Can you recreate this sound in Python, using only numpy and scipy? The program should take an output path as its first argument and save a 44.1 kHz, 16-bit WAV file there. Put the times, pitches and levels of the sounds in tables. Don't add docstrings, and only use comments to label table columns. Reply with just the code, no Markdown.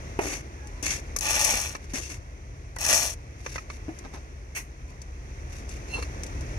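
import sys
import numpy as np
from scipy import signal
from scipy.fft import rfft, irfft
from scipy.io import wavfile
from scipy.ndimage import uniform_filter1d

SR = 44100
rng = np.random.default_rng(int(sys.argv[2]) if len(sys.argv) > 2 else 0)


def to_wav(s):
    ch = np.atleast_2d(s).T
    pcm = np.round(np.clip(ch, -1, 1) * 32767)
    wavfile.write(sys.argv[1], SR, pcm.astype(np.int16))


N = 290178
TIME = np.arange(N) / SR
SHORT_TIME = np.arange(SR // 4) / SR


def amp(db):
    return 10 ** (np.asarray(db) / 20)


def unit(x):
    return x / np.sqrt(np.mean(x ** 2) + 1e-20)


def add(mix, start, sound):
    part = mix[max(round(start * SR), 0):][:len(sound)]
    part += sound[:len(part)]


def colour(x, points, size=8192):
    hz, db = np.transpose(points)
    bins_hz = abs(np.fft.fftfreq(size, 1 / SR))
    outline_db = np.interp(np.log(bins_hz + 1), np.log(hz), db)
    log_gain = np.log(amp(outline_db))
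    taps = np.fft.ifft(np.exp(np.conj(signal.hilbert(log_gain)))).real[:size // 2]
    return signal.oaconvolve(x, np.array(taps, ndmin=x.ndim), axes=-1)[..., :x.shape[-1]]


def wander(rate):
    hz = np.fft.rfftfreq(N, 1 / SR)
    slow = rfft(rng.standard_normal(N)) * np.exp(-(hz / rate) ** 2)
    return unit(irfft(slow, N))


def grains(per_s, spread_db, smooth, likeness=0.38):
    size = amp(spread_db * np.minimum(rng.exponential(1, N), 4))
    size = size * (rng.random(N) < per_s / SR)
    clicks = unit(size * rng.choice([-1, 1], (2, N)))
    left, other = clicks + smooth * rng.standard_normal((2, N))
    other = signal.lfilter(*signal.butter(1, 450, "high", fs=SR), other)
    right = likeness * left + np.sqrt(1 - likeness ** 2) * other
    return unit(np.array([left, right]))


def burst(t60):
    return rng.uniform(-1.01, 1, len(SHORT_TIME)) * amp(-60 * SHORT_TIME / max(t60, .002))


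def place(x, echo_db, t60, shade_db, lead_s=.0002):
    ports = []
    for sound, delay in zip(np.broadcast_to(x, (2, N)), (0, round(lead_s * SR))):
        taps = burst(t60) * (rng.random(len(SHORT_TIME)) < .15) * (SHORT_TIME > .0005)
        taps *= amp(echo_db) / np.linalg.norm(taps)
        taps[delay] += 1
        ports.append(signal.oaconvolve(sound, taps / np.linalg.norm(taps))[:N])
    shade = [(2700, 0.003), (3500, shade_db), (8000, shade_db), (12000, 0)]
    return np.array([ports[0], colour(ports[1], shade)])


def stroke(start, top, end, build_db, ease_db):
    land_s, lift_s, arch_power = 0.0014, 0.01, 2.14
    before = np.clip((top - TIME) / max(top - start, .001), 0, 1)
    after = np.clip((TIME - top) / max(end - top, .001), 0, 1)
    landed = np.clip((TIME - start) / land_s, 0, 1)
    not_lifted = np.clip(1 - (TIME - end) / lift_s, 0, 1)
    return landed * not_lifted * amp(-build_db * before ** arch_power - ease_db * after ** arch_power)


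def swells(rows):
    gain = np.zeros(N)
    for start, length, db in rows:
        add(gain, start, amp(db) * np.hanning(round(length * SR)))
    return gain


# pitch in Hz, relative level in dB.
ENGINE_NOTES = [(40, -8), (56.5, -10), (70.8, -5.5)]
# frequency in Hz, relative level in dB.
RUMBLE_COLOUR = [(15, -34), (30, -32), (42, 0), (62, 0), (80, -3), (100, -4.5), (114, -9.5), (132, -6.5),
                 (170, -22), (300, -31), (700, -79)]
# frequency in Hz, relative level in dB.
SITE_COLOUR = [(60, -16), (180, 0), (260, 0.5), (345, 3), (450, -1.5), (600, -2.5), (900, -7.5),
               (1300, -9.5), (2100, -9), (3300, -14), (6000, -21), (9000, -25), (12000, -30), (16000, -25)]
# time in seconds, relative level of the rumble in dB, relative level of the site noise in dB.
BACKGROUND_LEVELS = [(0, -34, -43), (0.5, -36.5, -47), (1.1, -34.5, -44.5), (1.9, -37.5, -49),
                     (2.5, -37, -51), (3.3, -37.5, -49.5), (4.0, -36.5, -47.5), (4.4, -39, -50.7),
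                     (5.1, -37.0, -50), (5.5, -34.5, -46.3), (6.1, -33, -42.5), (6.58, -30.5, -41.5)]


def machinery():
    notes = np.zeros(N)
    for hz, db in ENGINE_NOTES:
        unsteady_hz = hz * (1 + 0.01206 * wander(3.35))
        notes += amp(db) * np.sqrt(2) * np.sin(2 * np.pi * np.cumsum(unsteady_hz) / SR)
    roar = rng.standard_normal(N) + amp(-15.5) * rng.standard_normal((2, N))
    roar = unit(colour(roar, RUMBLE_COLOUR))
    times, rumble_db, site_db = np.transpose(BACKGROUND_LEVELS)
    rumble = amp(-2.0) * notes + amp(-2.5) * roar
    rumble = rumble * amp(-3 + np.interp(TIME, times, rumble_db))
    common = colour(rng.standard_normal(N), [(300, 1.0), (1000, 0.5), (2500, -2.5)])
    apart = colour(rng.standard_normal(N), [(100, -19), (350, -25.5), (1000, -8.0), (2500, -7)])
    left = colour(common + apart, SITE_COLOUR)
    right = colour(common - apart, SITE_COLOUR)
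    right = colour(right, [(2700, -1.0), (3400, -12.0), (8000, -9.5), (12000, -0.5)])
    right = np.roll(right, 16)
    site_gain = amp(-1 + np.interp(TIME, times, site_db) + 0.23 * wander(7.4))
    return rumble + np.array([left, right]) / left.std() * site_gain


# start in seconds, relative level in dB, pitch in Hz, time to die by 60 dB in seconds,
# level of the click against the thud in dB (before a small fixed boost of the thud).
KNOCKS_HEARD = [(0.1898, -10, 390, 0.024, -2.5), (0.8272, -36, 290, 0.21, -8),
                (1.539, -32, 238, 0.045, -10), (1.936, -27, 263, 0.075, -3), (3.882, -25, 280, 0.038, -13),
                (3.889, -26, 323, 0.073, -7), (5.986, -32, 485, 0.075, -12)]


def knocks():
    out = np.zeros(N)
    click_colour = [(150, -20), (700, 13.5), (1300, -1.5), (2500, -0.5), (3500, -20), (12000, -21)]
    for start, db, hz, t60, click_db in KNOCKS_HEARD:
        turn = 2 * np.pi * hz * SHORT_TIME
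        tones = np.sin(turn) + amp(-14) * np.sin(2.2 * turn)
        soft_start = 1 - np.exp(-SHORT_TIME / 0.0006)
        thud = tones * amp(-60 * SHORT_TIME / t60) * soft_start
        click = colour(burst(0.071), click_colour)
        add(out, start, amp(db) * (1.25 * thud + amp(click_db) * click))
    return place(out, echo_db=-7.5, t60=0.14, shade_db=-7)


# frequency in Hz, relative level in dB.
WET_SAND_COLOUR = [(1500, -29), (2600, 4.5), (4000, 2), (6000, 2.5), (8000, 1.5), (11000, -3.5),
                   (16000, -11)]
SQUELCH_COLOUR = [(400, -4), (1000, -5), (1400, -9.5), (1900, 1), (2600, -1), (3200, -12.5), (4500, -13.5)]
PUSH_COLOUR = [(80, -24), (170, -3.5), (290, 5.5), (450, 1.5), (750, -5), (1100, -8.5), (2000, -22.5)]
SWISH_SAND_COLOUR = [(1500, -21), (2600, -2), (4000, -4), (6000, -1.5), (8000, 3), (11000, 1.5), (16000, 4)]
SWISH_BODY_COLOUR = [(300, -12), (900, -2.5), (1500, -6), (2200, 4), (3500, -12), (6000, -22)]
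# start, hardest push and end in seconds,
# then the relative levels in dB of sand hiss, squelch and dull push on the wall.
SMEAR_STROKES = [(0.209, 0.32, 0.41, -38, -39.5, -32), (0.828, .89, 1, -31.5, -35.5, -41.5),
                 (1.933, 1.978, 2.014, -34.5, -38, -39.5), (2.01, 2.038, 2.11, -41, -49, -60),
                 (2.092, 2.116, 2.182, -44.5, -46, -47)]
# start, fastest moment and end in seconds,
# then the relative levels in dB of sand hiss and body. A row that ends before it starts stays silent.
SWISH_STROKES = [(4.549, 4.572, 4.594, -31.5, -36.5), (4.598, 4.64, 4.46, -47, -58),
                 (5.016, 5.028, 4.6, -50, -51)]


def smear(strokes, build_db, ease_db, sand, body, hiss_db, body_db, clump_db):
    clumps = amp(clump_db * wander(140))
    hiss = amp(hiss_db) * unit(colour(grains(7000, 0.93, 0.89) * clumps, sand))
    soft = grains(2000, 1.5, 0.65, likeness=0.83) * clumps
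    squelch = amp(body_db) * unit(colour(soft, body))
    out = np.zeros((2, N))
    for start, top, end, sand_db, wet_db, *_ in strokes:
        pressure = stroke(start, top, end, build_db, ease_db)
        out += (amp(sand_db) * hiss + amp(wet_db) * squelch) * pressure
    return out


def mortar():
    wet = smear(SMEAR_STROKES, 5.5, 16.5, WET_SAND_COLOUR, SQUELCH_COLOUR,
                hiss_db=-2.0, body_db=-1.0, clump_db=2.0)
    sag_db_per_s = 79
    force = np.zeros(N)
    for start, _, end, _, _, push_db in SMEAR_STROKES:
        force += amp(push_db) * stroke(start, start, end, 0, sag_db_per_s * (end - start))
    push = amp(-2.5) * unit(colour(grains(700, 4.5, 0.67, likeness=0.85), PUSH_COLOUR)) * force
    swish = smear(SWISH_STROKES, 8, 17, SWISH_SAND_COLOUR, SWISH_BODY_COLOUR,
                  hiss_db=0.1, body_db=1.0, clump_db=0.5)
    near = place(wet + push, echo_db=-6.0, t60=0.035, shade_db=-7.5)
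    return near + place(swish, echo_db=0.5, t60=0.15, shade_db=-4.0)


def sing(hz):
    jitter = unit(uniform_filter1d(rng.standard_normal(N), size=120))
    unsteady_hz = hz * (1 + 0.0118 * jitter)
    return (1 + 0.28 * jitter) * np.sin(2 * np.pi * np.cumsum(unsteady_hz) / SR)


# start in seconds, length in seconds, pitch in Hz, level in dB.
FAR_SQUEALS = [(0.564, 0.14, 1664, -52), (.59, 0.15, 835, -53.5), (.68, 0.19, 990, -56),
               (4.817, 0.19, 1007, -61.5)]
# start in seconds, length in seconds, lowest note's level in dB, upper notes' level in dB.
SCAFFOLD_SQUEAKS = [(5.869, 0.17, -44.5, -44.5), (5.927, 0.041, -34, -51), (6.019, 0.027, -45.5, -41.5)]
# pitch in Hz, relative level in dB.
SQUEAKING_PART = [(2700, 2), (4170, 1), (6330, -17), (9200, -9), (9900, -12)]


def squeaks():
    low = swells([(start, length, db) for start, length, db, _ in SCAFFOLD_SQUEAKS])
    upper = swells([(start, length, db) for start, length, _, db in SCAFFOLD_SQUEAKS])
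    out = np.zeros(N)
    for k, (hz, db) in enumerate(SQUEAKING_PART):
        out += amp(db) * (upper if k else low) * sing(hz)
    for start, length, hz, db in FAR_SQUEALS:
        out += swells([(start, length, db)]) * sing(hz)
    return place(out, echo_db=-12, t60=0.098, shade_db=-5.5)


# start in seconds, relative level in dB.
GRIT_TICKS = [(0.671, -39), (3.9879, -36.5), (5.017, -37.5), (5.692, -35), (6.0255, -37), (6.2343, -28),
              (6.2647, -35), (6.4092, -37.5)]
# start in seconds, length in seconds, relative level in dB.
CLOTH_RUSTLES = [(1.79, 0.099, -57.5), (1.88, 0.062, -52), (3.35, 0.33, -46), (3.67, 0.13, -51.5),
                 (3.91, 0.11, -55.5), (4.1, .12, -55), (4.86, 0.076, -59.5), (5.45, 0.22, -53),
                 (5.66, 0.16, -50.5), (5.83, 0.29, -47.5)]
# start in seconds, length in seconds, level in dB.
BOOT_SCUFFS = [(4.028, 0.051, -42.5), (4.107, 0.099, -43), (5.909, 0.12, -36.5)]
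# frequency in Hz, relative level in dB.
CLOTH_COLOUR = [(300, -4), (1000, 2), (2500, 9), (4500, 6), (6300, 4.5), (9000, 2), (12000, 0), (16000, -4)]
SCUFF_COLOUR = [(100, 3), (300, 6.5), (500, 2), (1100, 2), (2000, -13), (4000, -13.5), (9000, -32)]


def movements():
    rubbing = grains(2500, 4.5, 1.0) * amp(3.5 * wander(47))
    rustles = unit(colour(rubbing, CLOTH_COLOUR)) * swells(CLOTH_RUSTLES)
    ticks = np.zeros(N)
    for start, db in GRIT_TICKS:
        add(ticks, start, amp(db) * burst(0.04))
    ticks = colour(ticks, [(500, -7), (3000, -0.5), (6000, 2.5), (8500, 5.5), (11000, -3.5), (16000, -6)])
    scuffs = unit(colour(grains(900, 3.1, 0.32), SCUFF_COLOUR)) * swells(BOOT_SCUFFS)
    return place(rustles + ticks + scuffs, echo_db=-7.5, t60=0.024, shade_db=-5)


# frequency in Hz, relative level in dB.
SAND_COLOUR = [(1500, -18), (3000, -12.5), (4500, -1.5), (5800, 0.5), (8000, 3), (11000, 2.5), (16000, -3)]
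# start in seconds,
# number of slips, gap between slips in seconds, relative levels of the first and last slip in dB.
EDGE_CATCHES = [(0.827, 1, 0, -20, -22), (1.1635, 2, .0042, -10, -21.5), (1.187, 4, .022, -12.5, -25),
                (1.307, 1, 0, -10, -11), (1.4468, 2, .004, -2.5, -16), (1.616, 1, 0, -15, -16.5),
                (1.936, 1, 0, -29, -24), (2.762, 3, .0235, -29, -19.5), (2.864, 1, 0, -21, -13),
                (2.897, 2, .0105, -13, -11), (2.951, 4, .008, -7, -18)]


def catches():
    out = np.zeros(N)
    for start, count, gap, first_db, last_db in EDGE_CATCHES:
        for k, db in enumerate(np.linspace(first_db, last_db, round(count))):
            add(out, start + k * gap, amp(db) * burst(t60=0.028))
    return place(amp(-4.5) * colour(out, SAND_COLOUR), echo_db=-8.5, t60=0.033, shade_db=-17)


# pitch in Hz, relative level in dB, time to die by 60 dB in seconds.
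BRICK_RING = [(710, -16.5, 0.088), (1036, -7.5, 0.061), (1192, 5, 0.027), (1800, -1.5, 0.024),
              (2320, 0.5, 0.029), (2990, -17, 0.025)]
# start in seconds, relative level in dB,
# relative treble in dB, pitch as a multiple of the brick's ring.
BRICK_TAPS = [(1.162, -23.5, 7.5, 0.96), (1.537, -27.5, 13, 1.06), (1.751, -23.5, 7, 0.99),
              (2.765, -25, -3, 0.83), (3.463, -22.5, 6.5, 1), (3.558, -25, 8, 0.84),
              (3.581, -24.5, 3, 1.03), (3.701, -27, 4, 0.96), (6.025, -31, 11, 1)]


def taps():
    out = np.zeros(N)
    crack_colour = [(150, 7.5), (1500, 8.0), (2600, 1.5), (5000, 0.5), (12000, -18.5)]
    for start, db, treble_db, pitch in BRICK_TAPS:
        ring = np.zeros(len(SHORT_TIME))
        for hz, ring_db, t60 in BRICK_RING:
            tap_hz = hz * pitch * rng.uniform(1.0, 1.03)
            ring += amp(ring_db - 60 * SHORT_TIME / t60) * np.sin(2 * np.pi * tap_hz * SHORT_TIME)
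        crack = colour(burst(0.026), crack_colour)
        add(out, start, amp(db) * (ring / abs(ring).max() + amp(treble_db - 8.5) * crack))
    return amp(1.5) * place(out, echo_db=0, t60=0.038, shade_db=-8.0)


# start, hardest push and end in seconds,
# relative levels of sand hiss and grinding in dB, build-up of pressure in dB, easing off in dB.
SCRAPE_STROKES = [(1.208, 1.455, 1.766, -24, -30, 9.5, 26.5), (2.785, 2.935, 3.137, -21, -30, 18, 20.5)]
# frequency in Hz, relative level in dB.
GRIND_COLOUR = [(80, -24.5), (200, -5.5), (450, -2.5), (1000, -2), (2000, -9), (3500, 0), (7000, -23.5)]
# pitch in Hz, width in Hz, relative level in dB in the first stroke, then in the second.
BLADE_RESONANCES = [(667, 105, -9.5, -3), (840, 76, 2, -2), (1180, 75, -3.5, -3.5), (1710, 157, -6.5, -6),
                    (1850, 190, -4, -9), (2210, 190, -1.5, -12), (2536, 81.5, 3, -0.5)]
BEST_SPOTS = [0.41, 0.083, 0.23, 0.38, 0.26, 0.45, 0.12]


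def scrapes():
    ring_follows, rasp_follows = 0.72, 0.91
    off_spot_db = 12.5
    chatter_hz = 110 * (1 + 0.2873 * wander(67.4))
    chatter = np.sin(2 * np.pi * np.cumsum(chatter_hz) / SR)
    slip = amp(2.0 * chatter + 0.64 * wander(380) + 1.0 * wander(35))
    crushed = grains(4000, 4.2, 0.26, likeness=0.49) * slip
    sand = amp(-2.5) * unit(colour(crushed, SAND_COLOUR))
    push = grains(2500, 1.64, 0.53, likeness=0.79) * slip
    rasp = amp(-4.5) * unit(colour(push, GRIND_COLOUR))
    modes = []
    for hz, width, *_ in BLADE_RESONANCES:
        mode = signal.lfilter(*signal.iirpeak(hz, hz / width, SR), push)
        modes.append(mode * amp(1.16 * wander(8.5)))
    out = np.zeros((2, N))
    for k, (start, top, end, hiss_db, grind_db, build_db, ease_db) in enumerate(SCRAPE_STROKES):
        pressure = stroke(start, top, end, build_db, ease_db)
        on = pressure > 0
        travel = (TIME[on] - start) / (end - start)
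        ring = 0
        for mode, spot, (_, _, *stroke_db) in zip(modes, BEST_SPOTS, BLADE_RESONANCES):
            ring = ring + amp(stroke_db[k] - off_spot_db * abs(travel - spot)) * mode[:, on]
        out[:, on] += amp(grind_db - 5.0) * unit(ring) * pressure[on] ** ring_follows
        out += amp(hiss_db) * sand * pressure
        out += amp(grind_db) * rasp * pressure ** rasp_follows
    return place(out, echo_db=-5.0, t60=0.041, shade_db=-2.0, lead_s=.00016)


def scene():
    return scrapes() + catches() + mortar() + knocks() + taps() + movements() + squeaks() + machinery()


# frequency in Hz, level in dB.
LEFT_COLOUR = [(300, 0.5), (1200, 1.5), (2400, -1.5), (3800, 0), (5100, 4.5), (5800, 14), (6500, 13.5),
               (7300, 2), (10500, 3.5), (13000, -7), (16000, -15.5)]
RIGHT_COLOUR = [(300, 0), (1200, 0), (1900, 7), (2650, 6.5), (3400, -6), (4500, 1.5), (6300, 8.5),
                (7300, -2.5), (8200, -26), (9300, -3), (11200, -2), (13000, -9), (16000, -18.5)]


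def record(dry):
    heard = np.array([colour(dry[0], LEFT_COLOUR), colour(dry[1], RIGHT_COLOUR)])
    low_pass = signal.firwin(511, 15900, window=("kaiser", 9), fs=SR)
    return signal.oaconvolve(heard, low_pass[None], "same")


dry = scene()
out = record(dry)
to_wav(out)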